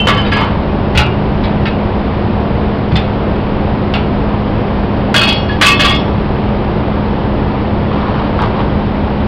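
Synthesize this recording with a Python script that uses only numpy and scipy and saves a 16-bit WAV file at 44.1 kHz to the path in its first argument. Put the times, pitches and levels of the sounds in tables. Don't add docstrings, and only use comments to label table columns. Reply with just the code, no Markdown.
import sys
import numpy as np
from scipy import signal
from scipy.fft import rfft, irfft, next_fast_len
from scipy.io import wavfile

SR = 44100
rng = np.random.default_rng(int(sys.argv[2]) if len(sys.argv) > 2 else 0)


def wav_out(sig):
    wavfile.write(sys.argv[1], SR, np.round(np.clip(np.atleast_2d(sig).T, -1, 1) * 32767).astype(np.int16))


N = 408807
T = np.arange(N) / SR


def undb(db):
    return 10 ** (np.asarray(db) / 20)


def unit(x):
    return x / np.sqrt(np.mean(x ** 2))


def fade(t, t60):
    return np.exp(-np.log(1000) * t / t60)


def add(out, start, sound):
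    i = max(int(start * SR), 0)
    out[i:i + len(sound)] += sound[:N - i]


def colour(x, points):
    hz, db = np.transpose(points)
    f = np.maximum(np.fft.rfftfreq(len(x), 1 / SR), 1)
    gain = undb(np.interp(np.log(f), np.log(hz), db))
    return unit(irfft(rfft(x) * gain, len(x)))


def noise(points, size):
    return colour(rng.standard_normal(next_fast_len(size)), points)[:size]


def walk(rate, size=N):
    steps = rng.standard_normal(int(size / SR * rate) + 2)
    return 1.55 * np.interp(T[:size] * rate, np.arange(len(steps)), steps)


def engine_cycle():
    cycle_hz = 12.905
    return np.cumsum(cycle_hz * (1 + 0.002044 * walk(3))) / SR


# pitch as a multiple of the cycle rate, middle level in dB (rms).
ENGINE_TONES = [(2, -38.5), (4, -34), (5, -26.5), (6, -30.5), (8, -26.5), (9, -34), (12, -31), (15, -44.5),
                (16, -20.5), (24, -39), (28, -33)]


def engine(cycle):
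    out = np.zeros(N)
    for multiple, db in ENGINE_TONES:
        tone = np.sin(2 * np.pi * (multiple * cycle + rng.random()))
        out += np.sqrt(2) * undb(db + 0.5 * walk(3.9)) * tone
    return out


# middle pitch in Hz, middle level in dB (rms).
FURTHER_TONES = [(32, -33), (136, -33), (254, -38), (286.5, -33), (384, -39), (402.5, -39), (448, -37),
                 (512, -41), (586.8, -39), (783, -43), (917.5, -42)]


def further_tones():
    out = np.zeros(N)
    for hz, db in FURTHER_TONES:
        level = np.sqrt(2) * undb(db + 1.5 * walk(4))
        out += level * np.sin(2 * np.pi * (hz * T + rng.random()) + .9 * walk(4))
    return out


# pitch in Hz, relative strength in dB.
ROAR_COLOUR = [(8.2, -40.5), (14, -9), (70, -1.5), (158, -3), (209, -6), (250, -6), (916, -13.5),
               (1450, -23), (1920, -26.5), (3110, -31), (4930, -43), (5460, -51), (6200, -67), (8060, -102),
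               (13600, -120)]


def roar(cycle):
    throb = 1 + 0.031 * np.sin(2 * np.pi * 3 * cycle)
    return noise(ROAR_COLOUR, N) * throb * undb(-14.53 + 0.1 * walk(4.8))


SQUEAL_SAG_DB, SQUEAL_SAG_S = 13, 0.034
SQUEAL_WANDER_HZ = 11
# start in seconds, length of the hold in seconds, middle pitch in Hz, level in dB before the sag.
SQUEALS_AND_TONE = [(0.0, 0.062, 3075, -12), (0.0, 0.085, 2705, -16.5), (0.138, 0.079, 3055, -19.5),
                    (0.322, 0.055, 1680, -13), (0.325, 0.08, 4895, -27), (0.409, 0.024, 890, -13.5),
                    (5.495, 0.062, 1693, -17.5)]


def squeals_and_tone():
    out = np.zeros(N)
    for start, length, hz, db in SQUEALS_AND_TONE:
        t = T[:int((length + .1) * SR)]
        pitch = hz + SQUEAL_WANDER_HZ * walk(167, size=len(t))
        angle = 2 * np.pi * np.cumsum(pitch) / SR
        bite = 1 - fade(t, 0.0042)
        release = fade(np.maximum(t - length, 0), 0.017)
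        unsteady = undb(0.91 * walk(57, size=len(t)))
        sag_db = SQUEAL_SAG_DB * (1 - np.exp(-t / SQUEAL_SAG_S))
        add(out, start, undb(db - sag_db) * bite * release * unsteady * unit(np.sin(angle)))
    return out


PIVOT_HZ = 2500
LIGHT_BRIGHTENING = 0.089
REBOUND_RING_DB = -2.5
FAVOUR_DB, FAVOUR_OCTAVES = 5, .1


def contacts(rows, bright_db, rebound_s, rebound_db, rebound_bright_db):
    hardest, out = max(row[1] for row in rows), []
    for start, db, ring_db, hz in rows:
        bright = bright_db + LIGHT_BRIGHTENING * (hardest - db)
        touch_ring_db = db + ring_db
        out.append((start, touch_ring_db, db, bright, hz))
        out.append((start + rebound_s, touch_ring_db + REBOUND_RING_DB, db + rebound_db,
                    bright + rebound_bright_db, hz))
    return out


def reach(hz, bright_db, favoured_hz):
    octaves_away = np.log2(hz / favoured_hz)
    bump = FAVOUR_DB * np.exp(-(octaves_away / FAVOUR_OCTAVES) ** 2)
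    return bright_db * np.log2(hz / PIVOT_HZ) + bump


def ring(modes, events, t, sustain, flutter, flutter_hz):
    out = np.zeros(len(t))
    total = np.sqrt(np.sum(undb(modes[:, 2]) ** 2) / 2)
    for k, (hz, t60, db) in enumerate(modes):
        energy = np.zeros(len(t))
        for start, blow_db in events:
            age = t[:len(t) - int(start * SR)]
            swell = 1 - fade(age, 0.014)
            add(energy, start, (undb(blow_db[k]) * fade(age, t60 * sustain) * swell) ** 2)
        echoes = flutter * (walk(flutter_hz, size=len(t)) + 1j * walk(flutter_hz, size=len(t)))
        tone = np.exp(2j * np.pi * (hz * t + rng.random()))
        wave = np.real((1 + echoes) * tone) / np.sqrt(1 + 2 * flutter ** 2)
        out += undb(db) / total * np.sqrt(energy) * wave
    return out


def clatter(points, t, patchy_db):
    size = next_fast_len(len(t))
    hz = np.fft.rfftfreq(size, 1 / SR)
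    grid = np.arange(0, SR / 2, 45)
    patches = undb(patchy_db * np.interp(hz, grid, rng.standard_normal(len(grid))))
    hiss = irfft(rfft(rng.standard_normal(size)) * patches, size)
    return colour(hiss, points)[:len(t)]


# pitch in Hz, relative strength in dB.
CLATTER_COLOUR = [(300, -25), (700, -0.5), (1100, -2), (1700, 1.5), (2600, 0.5), (3400, 0), (4000, -6.5),
                  (4800, -9.5), (5600, -30)]


def blows(events, modes, sustain, flutter, clatter_t60, crack_db):
    out, modes, first = np.zeros(N), np.array(modes), events[0][0]
    t = T[:int((events[-1][0] - first + .7) * SR)]
    strikes = []
    for start, ring_db, _, bright_db, hz in events:
        strikes.append((start - first, ring_db + reach(modes[:, 0], bright_db, hz)))
    add(out, first, ring(modes, strikes, t, sustain, flutter, flutter_hz=54.0))
    t = T[:SR // 2]
    for start, _, clatter_db, tilt_db, _ in events:
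        points = [(hz, db + tilt_db * np.log2(hz / PIVOT_HZ)) for hz, db in CLATTER_COLOUR]
        crack = undb(crack_db) * noise(points, len(t)) * fade(t, 0.018)
        hiss = clatter(points, t, patchy_db=7.5) * fade(t, clatter_t60)
        add(out, start, undb(clatter_db) * (crack + hiss))
    return out


# pitch in Hz, time to fade 60 dB in seconds before the sustain factor,
# then relative strength in dB when it hits the rim, when its tip hits the ground, and when it falls flat.
IRON_MODES = [(1069, .4, -13, -11, -6), (1150, .6, -4, -10, -1), (1226, .45, -25, -25, -10),
              (1346, .4, -7, -22, -22), (1388, .35, -20, -13, -11), (1530, .45, -16, -13, -22),
              (1686, .45, -7, -18, -13), (1872, .4, -22, -18, -3), (2168, .45, -5, -16, -2),
              (2230, .4, -20, -11, -12), (2538, .38, -14, 0, -4), (2612, .42, -14, -9, 0),
              (2662, .35, -18, -10, -8), (2839, .45, -10, -2, -5), (2908, .45, -25, -12, -10),
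              (3048, .5, -3, -7, -6), (3223, .45, -20, -16, -8), (3328, .5, -20, -2, -3),
              (3395, .45, -14, -12, -8), (3520, .45, -15, -18, -5), (3579, .3, -25, -8, -15),
              (3769, .38, -26, -9, -20), (4100, .4, -25, -16, -13), (4143, .38, -20, -22, -12),
              (4358, .38, -25, -7, -15), (4406, .6, -23, -12, -16), (4635, .38, -28, -14, -14),
              (4775, .35, -19, -13, -13), (4886, .35, -16, -15, -12), (5296, .75, -38, -27, -25),
              (5727, .95, -48, -33, -35)]
# start in seconds, clatter level in dB, ring against clatter in dB, favoured pitch in Hz.
RIM_CLANKS = [(0.070, -9.5, -5.5, 3050), (0.165, -20, -5, 3050), (0.250, -23.5, -11, 2170),
              (0.317, -16, -3, 2250), (0.372, -24.5, 1.5, 1090)]


def rim_clanks():
    clanks = contacts(RIM_CLANKS, bright_db=-3.5, rebound_s=0.014, rebound_db=-1, rebound_bright_db=0.0)
    modes = np.array(IRON_MODES)[:, [0, 1, 2]]
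    return blows(clanks, modes, sustain=1.0, flutter=0.58, clatter_t60=0.31, crack_db=-21)


# pitch in Hz, relative strength in dB.
SCUFF_COLOUR = [(400, -10), (750, -4), (950, 6), (1300, -1), (1900, -11.5), (3200, -14.5), (4500, -23),
                (5600, -37.5)]
# start in seconds, length setting in seconds (longer fades later and slower), level in dB.
SCUFFS = [(0.359, 0.11, -17.5), (0.412, 0.042, -14.5), (7.911, 0.026, -19), (7.955, 0.5, -23.5),
          (8.387, 0.072, -16.5), (8.542, 0.038, -22.5), (8.589, 0.021, -18)]


def scuffs():
    out = np.zeros(N)
    for start, length, db in SCUFFS:
        t = T[:SR // 2]
        slips = rng.standard_normal(len(t)) * (rng.random(len(t)) < 2500 / SR)
        tail = fade(np.maximum(t - length / 2, 0) / (length + .03), 4.5)
        push = (1 - fade(t, .025)) * tail
        add(out, start, undb(db) * push * colour(slips, SCUFF_COLOUR))
    return out


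# jump time in seconds (the boom comes 0.012 s later), strength of the push in dB.
THUMPS = [(0.945, -6), (0.972, -5), (2.911, -2)]
# pitch in Hz, time to fade 60 dB in seconds before the sustain factor, relative strength in dB.
TIRE_MODES = [(69, 0.23, 10.5), (96.7, 0.18, -7), (123.4, 0.43, 2.5), (163.7, 0.42, 6)]


def tire_booms():
    out = np.zeros(N)
    for start, db in THUMPS:
        push = [(0.012, np.full(len(TIRE_MODES), db))]
        boom = ring(np.array(TIRE_MODES), push, T[:SR // 2], sustain=0.73, flutter=0.22, flutter_hz=24.9)
        add(out, start, boom)
    return out


# pitch in Hz, time to fade 60 dB in seconds before the sustain factor, relative strength in dB.
RIM_MODES = [(856, .3, -7), (1310, .3, -6), (1410, .35, -8), (1880, .22, -10), (2160, .2, -9),
             (2370, .33, -2), (2550, .25, 0), (2670, .25, -2), (2820, .35, -2), (3050, .22, -7),
             (3370, .2, -6), (3480, .25, -9), (3880, .25, -10), (4120, .22, -8), (4450, .22, -9),
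             (5330, .25, -19), (5620, .25, -25)]
# start in seconds, clatter level in dB, ring against clatter in dB, favoured pitch in Hz.
SLIPS = [(0.950, -18.5, -4, 3400), (0.974, -5, -8.5, 2820), (1.437, -22.5, -14, 3400),
         (1.655, -17.5, -9.5, 2550), (2.918, -29, -14, 3900), (2.955, -15, -9.5, 3400),
         (3.938, -16.5, -6.5, 3100)]


def iron_slips():
    slips = contacts(SLIPS, bright_db=0.3, rebound_s=0.014, rebound_db=-10.5, rebound_bright_db=-8)
    out = np.zeros(N)
    for slip in slips:
        out += blows([slip], RIM_MODES, sustain=1.15, flutter=.5, clatter_t60=.24, crack_db=-6)
    return out


# start in seconds, clatter level in dB, ring against clatter in dB, favoured pitch in Hz.
TIP_SKIPS = [(5.142, -5.5, -5, 3350), (5.212, -15.5, 2.5, 2550), (5.268, -14, -0.5, 3400),
             (5.300, -21, 0.5, 2840), (5.487, -31, 1, 3330)]


def tip_skips():
    skips = contacts(TIP_SKIPS, bright_db=-3.5, rebound_s=.019, rebound_db=-3.5, rebound_bright_db=7.0)
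    modes = np.array(IRON_MODES)[:, [0, 1, 3]]
    return blows(skips, modes, sustain=.88, flutter=.5, clatter_t60=.26, crack_db=-12)


# start in seconds, clatter level in dB, ring against clatter in dB, favoured pitch in Hz.
FALLS = [(5.612, -5, -3, 1150), (5.658, -9.5, 2.5, 2610), (5.793, -10.5, 0, 3200),
         (5.843, -13.5, 1.5, 3400), (5.908, -19.5, -0.5, 3400)]


def falls():
    landings = contacts(FALLS, bright_db=-2.0, rebound_s=.009, rebound_db=-1.5, rebound_bright_db=4)
    modes = np.array(IRON_MODES)[:, [0, 1, 4]]
    return blows(landings, modes, sustain=.95, flutter=.5, clatter_t60=.28, crack_db=-10)


def scene():
    cycle = engine_cycle()
    background = engine(cycle) + further_tones() + roar(cycle)
    tire = scuffs() + tire_booms()
    levering = squeals_and_tone() + rim_clanks() + iron_slips()
    dropping = tip_skips() + falls()
    return (background + tire + levering + dropping)[None]


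def record(dry):
    mic_hz, top_hz = 5760, 15850
    clip, knee = .74, 18
    dull = signal.sosfilt(signal.butter(28, mic_hz, fs=SR, output="sos"), dry)
    flat_topped = dull / (1 + np.abs(dull / clip) ** knee) ** (1 / knee)
    return signal.sosfiltfilt(signal.ellip(10, .1, 60, top_hz, fs=SR, output="sos"), flat_topped)


dry = scene()
out = record(dry)
wav_out(out)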